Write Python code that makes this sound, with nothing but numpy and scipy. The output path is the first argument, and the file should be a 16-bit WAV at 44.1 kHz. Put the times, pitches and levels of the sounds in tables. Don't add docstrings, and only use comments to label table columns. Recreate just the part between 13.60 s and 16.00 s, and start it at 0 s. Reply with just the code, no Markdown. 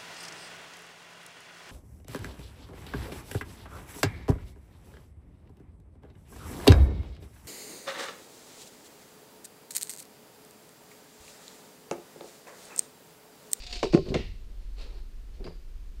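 import sys
import numpy as np
from scipy import signal
from scipy.fft import rfft, irfft
from scipy.io import wavfile
from scipy.ndimage import uniform_filter1d

SR = 44100
rng = np.random.default_rng(int(sys.argv[2]) if len(sys.argv) > 2 else 0)


def inscribe(sig):
    pcm = np.round(np.clip(np.atleast_2d(sig).T, -1, 1) * 32767)
    wavfile.write(sys.argv[1], SR, pcm.astype(np.int16))


N = 105840
RING = np.arange(SR) / SR

# frequency_hz, relative_level_db_per_hz
CLATTER_SPECTRUM = [(150, -16.5), (450, -6.5), (1300, -14.5), (2700, -2.5), (3250, -5), (4600, 0.5),
                    (6000, -11), (8200, -16.5), (10500, -31.5), (15000, -35)]


def amp(db):
    return 10 ** (np.asarray(db) / 20)


def read(points, hz):
    f, value = np.transpose(points)
    return np.interp(np.log(hz + 1), np.log(f), value)


def add(mix, start_s, sound):
    part = mix[max(round(start_s * SR), 0):][:len(sound)]
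    part += sound[:len(part)]


def decay(t, t60):
    return np.exp(-np.log(1000) * t / t60)


def noise(spectrum, size):
    white = rfft(rng.standard_normal(size))
    x = irfft(white * amp(read(spectrum, np.fft.rfftfreq(size, 1 / SR))), size)
    return x / x.std()


def burst(spectrum, t60):
    contact_rise_s = 0.0003
    rise = 1 - np.exp(-RING / contact_rise_s)
    return noise(spectrum, SR) * rise * decay(RING, t60)


def ring(modes, spread_db=0):
    out = np.zeros(SR)
    for k, (hz, db, t60) in enumerate(modes):
        strength = amp(db + spread_db * rng.standard_normal())
        out += (-1) ** k * strength * decay(RING, t60) * np.sin(2 * np.pi * hz * RING)
    return out


def causal(gain):
    full_circle = np.r_[gain, gain[-2:0:-1]]
    log_gain = np.log(np.maximum(full_circle, 1e-5))
    return np.fft.ifft(np.exp(np.conj(signal.hilbert(log_gain)))).real


def partials(count):
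    parts_t60 = 0.15
    hz = 2200 + 7000 * (np.arange(count) + rng.random(count)) / count
    gain = amp(read(CLATTER_SPECTRUM, hz))
    gain = np.sqrt(2) * gain / np.linalg.norm(gain)
    return gain[:, None] * np.sin(2 * np.pi * hz[:, None] * RING) * decay(RING, parts_t60)


def bending_note(t):
    start_hz, sag_hz_per_s, level_db = 726.7, 94, -52
    swell_from_s, swell_rise_s = 0.028, 0.088
    swell = np.clip((t - swell_from_s) / swell_rise_s, 0, 1)
    cycles = (start_hz - sag_hz_per_s * t / 2) * t
    return amp(level_db) * swell * np.sin(2 * np.pi * cycles)


def steel():
    # start_s, level_db
    jingles = [(0.001, -47.5), (0.0201, -45.5), (0.036, -45.5), (0.0651, -41), (0.096, -46.5),
               (0.108, -44.5), (0.1266, -34.5), (0.1553, -40.5), (0.1632, -41.5), (0.191, -43),
               (0.2293, -34), (0.3254, -41), (0.340, -38), (0.487, -47.5)]
    bar_hz = [2686, 2770, 3580, 3881, 4059, 4344, 4485, 4678, 5421, 6895, 8550]
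    # relative_level_db, t60_s
    bar_ring = [(-14, .4), (-29, .4), (-13, .4), (-14, .3), (-18, .3), (-11, 0.6), (-17, 0.71), (-10, 0.77),
                (-19, 0.68), (-21.5, 0.293), (-21, .15)]
    # start_s, level_db
    catches = [(1.8415, -49.5), (1.8497, -69), (1.864, -58), (1.8800, -58.5)]
    # frequency_hz, relative_level_db_per_hz
    catch_spectrum = [(1500, -1), (4200, 2.5), (4850, 11), (5500, -10), (9000, -14), (15000, -32)]
    # frequency_hz, relative_level_db, t60_s
    catch_modes = [(4620, -8.5, 0.39), (4770, -7, 0.31), (4890, -3, .11)]
    clatter_t60, catch_t60 = 0.12, 0.13
    bar_db, parts_db, catch_ring_db = -9, -6.5, -6.5
    lands_s, damped_t60 = 0.18, 0.13

    contacts, free, t = np.zeros(N), np.zeros(N), np.arange(N) / SR
    bar_modes = np.column_stack([bar_hz, bar_ring])
    parts = partials(count=48)
    for s, db in jingles:
        add(contacts, s, amp(db) * burst(CLATTER_SPECTRUM, clatter_t60))
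        add(contacts, s, amp(db + parts_db) * (rng.standard_normal(len(parts)) @ parts))
        add(free, s, amp(db + bar_db) * ring(bar_modes, spread_db=6.5))
    free += bending_note(t)
    for s, db in catches:
        scrape = burst(catch_spectrum, catch_t60)
        add(contacts, s, amp(db) * (scrape + amp(catch_ring_db) * ring(catch_modes)))
    return contacts + free * decay(np.maximum(t - lands_s, 0), damped_t60)


def knocks():
    # start_s, thud_db, contact_brightness_hz,
    # crack_db
    contacts = [(0.128, -50.5, 502, -66), (0.154, -47.5, 400, -68), (0.2290, -20, 1200, -23.5),
                (0.2378, -21, 700, -35.5), (0.2528, -29, 650, -35.5), (0.2689, -36, 500, -45),
                (0.3276, -62, 504, -40), (0.3344, -21, 700, -34), (0.3410, -22, 450, -29.5),
                (0.3470, -20, 620, -26.5), (0.3637, -20.5, 466, -49), (0.3740, -25.5, 510, -36),
                (0.3861, -21.5, 380, -59), (0.4634, -33.5, 400, -57), (0.483, -30.5, 300, -70),
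                (0.503, -26, 225, -62), (0.519, -25, 360, -65), (0.5433, -26.5, 885, -37),
                (0.5510, -26.5, 704, -34), (0.5570, -19.5, 410, -69), (0.5950, -27, 220, -72),
                (1.7980, -40.5, 293, -68), (1.8080, -37.5, 320, -69), (1.8410, -47, 504, -50.5),
                (1.8520, -37, 380, -60), (1.8660, -35, 396, -42.5), (1.875, -27, 170, -44)]
    # frequency_hz, relative_level_db, t60_s
    wood_modes = [(166.8, -8, 0.14), (179, -13, 0.026), (240, -11, 0.082), (341, -2, 0.083), (383, 1, 0.13),
                  (434, -1, 0.098), (508, -12.5, 0.081), (547, -8, 0.057), (578.7, -5, 0.058),
                  (655, -5.5, 0.027), (724.3, -12.5, 0.17), (916, -27, 0.24), (1060, -8, 0.094)]
    # frequency_hz, relative_level_db_per_hz
    thud_spectrum = [(40, -14.5), (140, 0.5), (240, 0), (400, -1), (650, -2), (1200, -24.5), (2500, -43.5),
                     (8000, -53)]
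    # frequency_hz, relative_level_db_per_hz
    crack_spectrum = [(200, -15), (900, 12), (1500, 4.5), (2200, 4), (2850, 3), (3350, -13), (4900, -5.5),
                      (7000, -13.5), (10000, -56), (15000, -41)]
    thud_t60, crack_t60 = 0.048, 0.035
    wood_db, push_db = -0.5, 2
    contact_slope = 2.03
    low_cut_share = 0.32
    radiates_above_hz = 115

    out, hz = np.zeros(N), np.fft.rfftfreq(4096, 1 / SR)
    wood = amp(wood_db) * ring(wood_modes)
    push = causal(amp(read(thud_spectrum, hz)))
    thud_norm = np.sqrt(SR * thud_t60 / np.log(10 ** 6))
    add(wood, 0, amp(push_db) * push * thud_norm / np.linalg.norm(push))
    for s, thud_db, bright_hz, crack_db in contacts:
        low_cut = (hz + 1) / np.hypot(hz, low_cut_share * bright_hz)
        high_cut = np.sqrt(1 + (hz / bright_hz) ** (2 * contact_slope))
        contact = causal(low_cut / high_cut)
        body = wood + burst(thud_spectrum, thud_t60)
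        add(out, s, amp(thud_db) * signal.fftconvolve(body, contact))
        add(out, s, amp(crack_db) * burst(crack_spectrum, crack_t60))
    radiation = signal.butter(3, radiates_above_hz, "highpass", fs=SR, output="sos")
    return signal.sosfilt(radiation, out)


def thump():
    # frequency_hz, level_db
    pad_modes = [(165, -12), (247, -17), (330, -10)]
    hardest_s, width_s = 0.3493, 0.00805
    t = np.arange(N) / SR - hardest_s
    force = np.exp(-(t / width_s) ** 2)
    return force * sum(amp(db) * np.cos(2 * np.pi * hz * t) for hz, db in pad_modes)


def snap():
    # start_s, level_db
    hits = [(0.54, -44.5), (0.5422, -27.5)]
    # frequency_hz, relative_level_db_per_hz
    snap_spectrum = [(300, 0), (900, 2.5), (1600, -7.5), (2000, 5), (2400, -0.5), (2750, 3.5), (3150, -2.5),
                     (4200, -4), (6200, -13.5), (8500, -21), (15000, -52)]
    rattle_t60 = 0.066
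    click_db, room_db = -7.5, -4.5
    clicks, rattle = np.zeros(N), np.zeros(N)
    click = causal(amp(read(snap_spectrum, np.fft.rfftfreq(4096, 1 / SR))))
    for s, db in hits:
        clack = amp(db) * burst(snap_spectrum, rattle_t60)
        add(rattle, s, clack)
        add(clicks, s, click * np.linalg.norm(clack) / np.linalg.norm(click))
    return rattle + room(amp(click_db) * clicks, room_db - click_db)


def slide():
    # time_s, steel_scrape_db, wood_rub_db
    course = [(0.422, -81, -86), (0.469, -53.5, -52.5), (0.535, -67, -49), (0.622, -73, -85),
              (0.80, -85, -71), (1.02, -70.5, -66.5), (1.151, -72.5, -84), (1.192, -54, -56.5),
              (1.22, -51.5, -60.5), (1.27, -60, -55), (1.31, -66.5, -58), (1.392, -63.5, -58.5),
              (1.45, -85, -93), (1.70, -89, -71), (1.75, -63.5, -70), (1.812, -83, -55.5), (1.92, -86, -54),
              (1.98, -78.5, -89)]
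    # frequency_hz, relative_level_db_per_hz
    scrape_spectrum = [(600, 0), (1900, -2), (2800, 1.5), (3300, -1.5), (4300, 5.5), (5500, -6.5),
                       (8000, -14), (11000, -21.5), (15000, -24)]
    # frequency_hz, relative_level_db_per_hz
    rub_spectrum = [(80, -11), (250, -17), (400, -2.5), (750, -15), (1500, -25), (4000, -37), (15000, -66)]
    grain_depth = 0.2
    t = np.arange(N) / SR
    s, scrape_db, rub_db = np.transpose(course)
    slips = uniform_filter1d(rng.standard_normal(N), 150)
    grain = np.exp(grain_depth * slips / slips.std())
    grain /= np.sqrt(np.mean(grain ** 2))
    friction = np.zeros(N)
    for spectrum, db in [(scrape_spectrum, scrape_db), (rub_spectrum, rub_db)]:
        level = amp(np.interp(t, s, db, left=-np.inf, right=-np.inf))
        friction += noise(spectrum, N) * level
    return grain * friction


def bench():
    # start_s, level_db
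    pushes = [(0.347, -37.5), (0.507, -31), (0.67, -45.5), (1.799, -47)]
    # frequency_hz, relative_level_db_per_hz
    sway_spectrum = [(15, -37), (35, 0), (50, -6.5), (90, -9.5), (140, -25), (250, -44.5), (1000, -71)]
    out = np.zeros(N)
    for s, db in pushes:
        add(out, s, amp(db) * burst(sway_spectrum, t60=0.86))
    return out


def room(x, wet_db):
    # frequency_hz, t60_s
    room_t60 = [(100, 0.82), (400, 0.41), (1000, 0.3), (2500, 0.48), (5000, 0.58), (9000, 0.27),
                (15000, 0.32)]
    build_up_s = 0.022
    hz, t, bands = signal.stft(rng.standard_normal(SR), SR, nperseg=256)
    bands = bands * decay(t, read(room_t60, hz)[:, None])
    tail = signal.istft(bands, SR, nperseg=256)[1][:SR]
    tail = tail * np.clip(RING / build_up_s, 0, 1) ** 2
    return x + amp(wet_db) * signal.fftconvolve(x, tail / np.linalg.norm(tail))[:N]


def background():
    # frequency_hz, relative_level_db_per_hz
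    hiss_spectrum = [(20, 10), (60, 13.5), (100, 0), (170, 1), (380, -3.5), (600, -13.5), (1200, -15.5),
                     (2500, -17), (5000, -20), (8000, -26.5), (12000, -37.5), (15500, -54)]
    # frequency_hz, relative_level_db_per_hz
    rumble_spectrum = [(8, -7), (20, -3.5), (27, -9), (35, -5), (45, 3), (54, -8.5), (66, -13),
                       (100, -25.5), (300, -59)]
    hiss_db, rumble_db, hum_db = -56, -41.5, -43.5
    hum_hz = 26.9
    hum = np.sqrt(2) * np.sin(2 * np.pi * (hum_hz * np.arange(N) / SR + rng.random()))
    hiss = amp(hiss_db) * noise(hiss_spectrum, N)
    rumble = amp(rumble_db) * noise(rumble_spectrum, N)
    return hiss + rumble + amp(hum_db) * hum


def scene():
    clamp = room(steel() + slide(), wet_db=-9.5)
    wood = room(knocks() + thump(), wet_db=-22.5)
    return (clamp + wood + snap() + bench() + background())[None]


def record(dry):
    cutoff_hz = 15350
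    low_pass = signal.firwin(511, cutoff_hz, window=("kaiser", 9), fs=SR)
    return signal.oaconvolve(dry, low_pass[None], "same")


dry = scene()
out = record(dry)
inscribe(out)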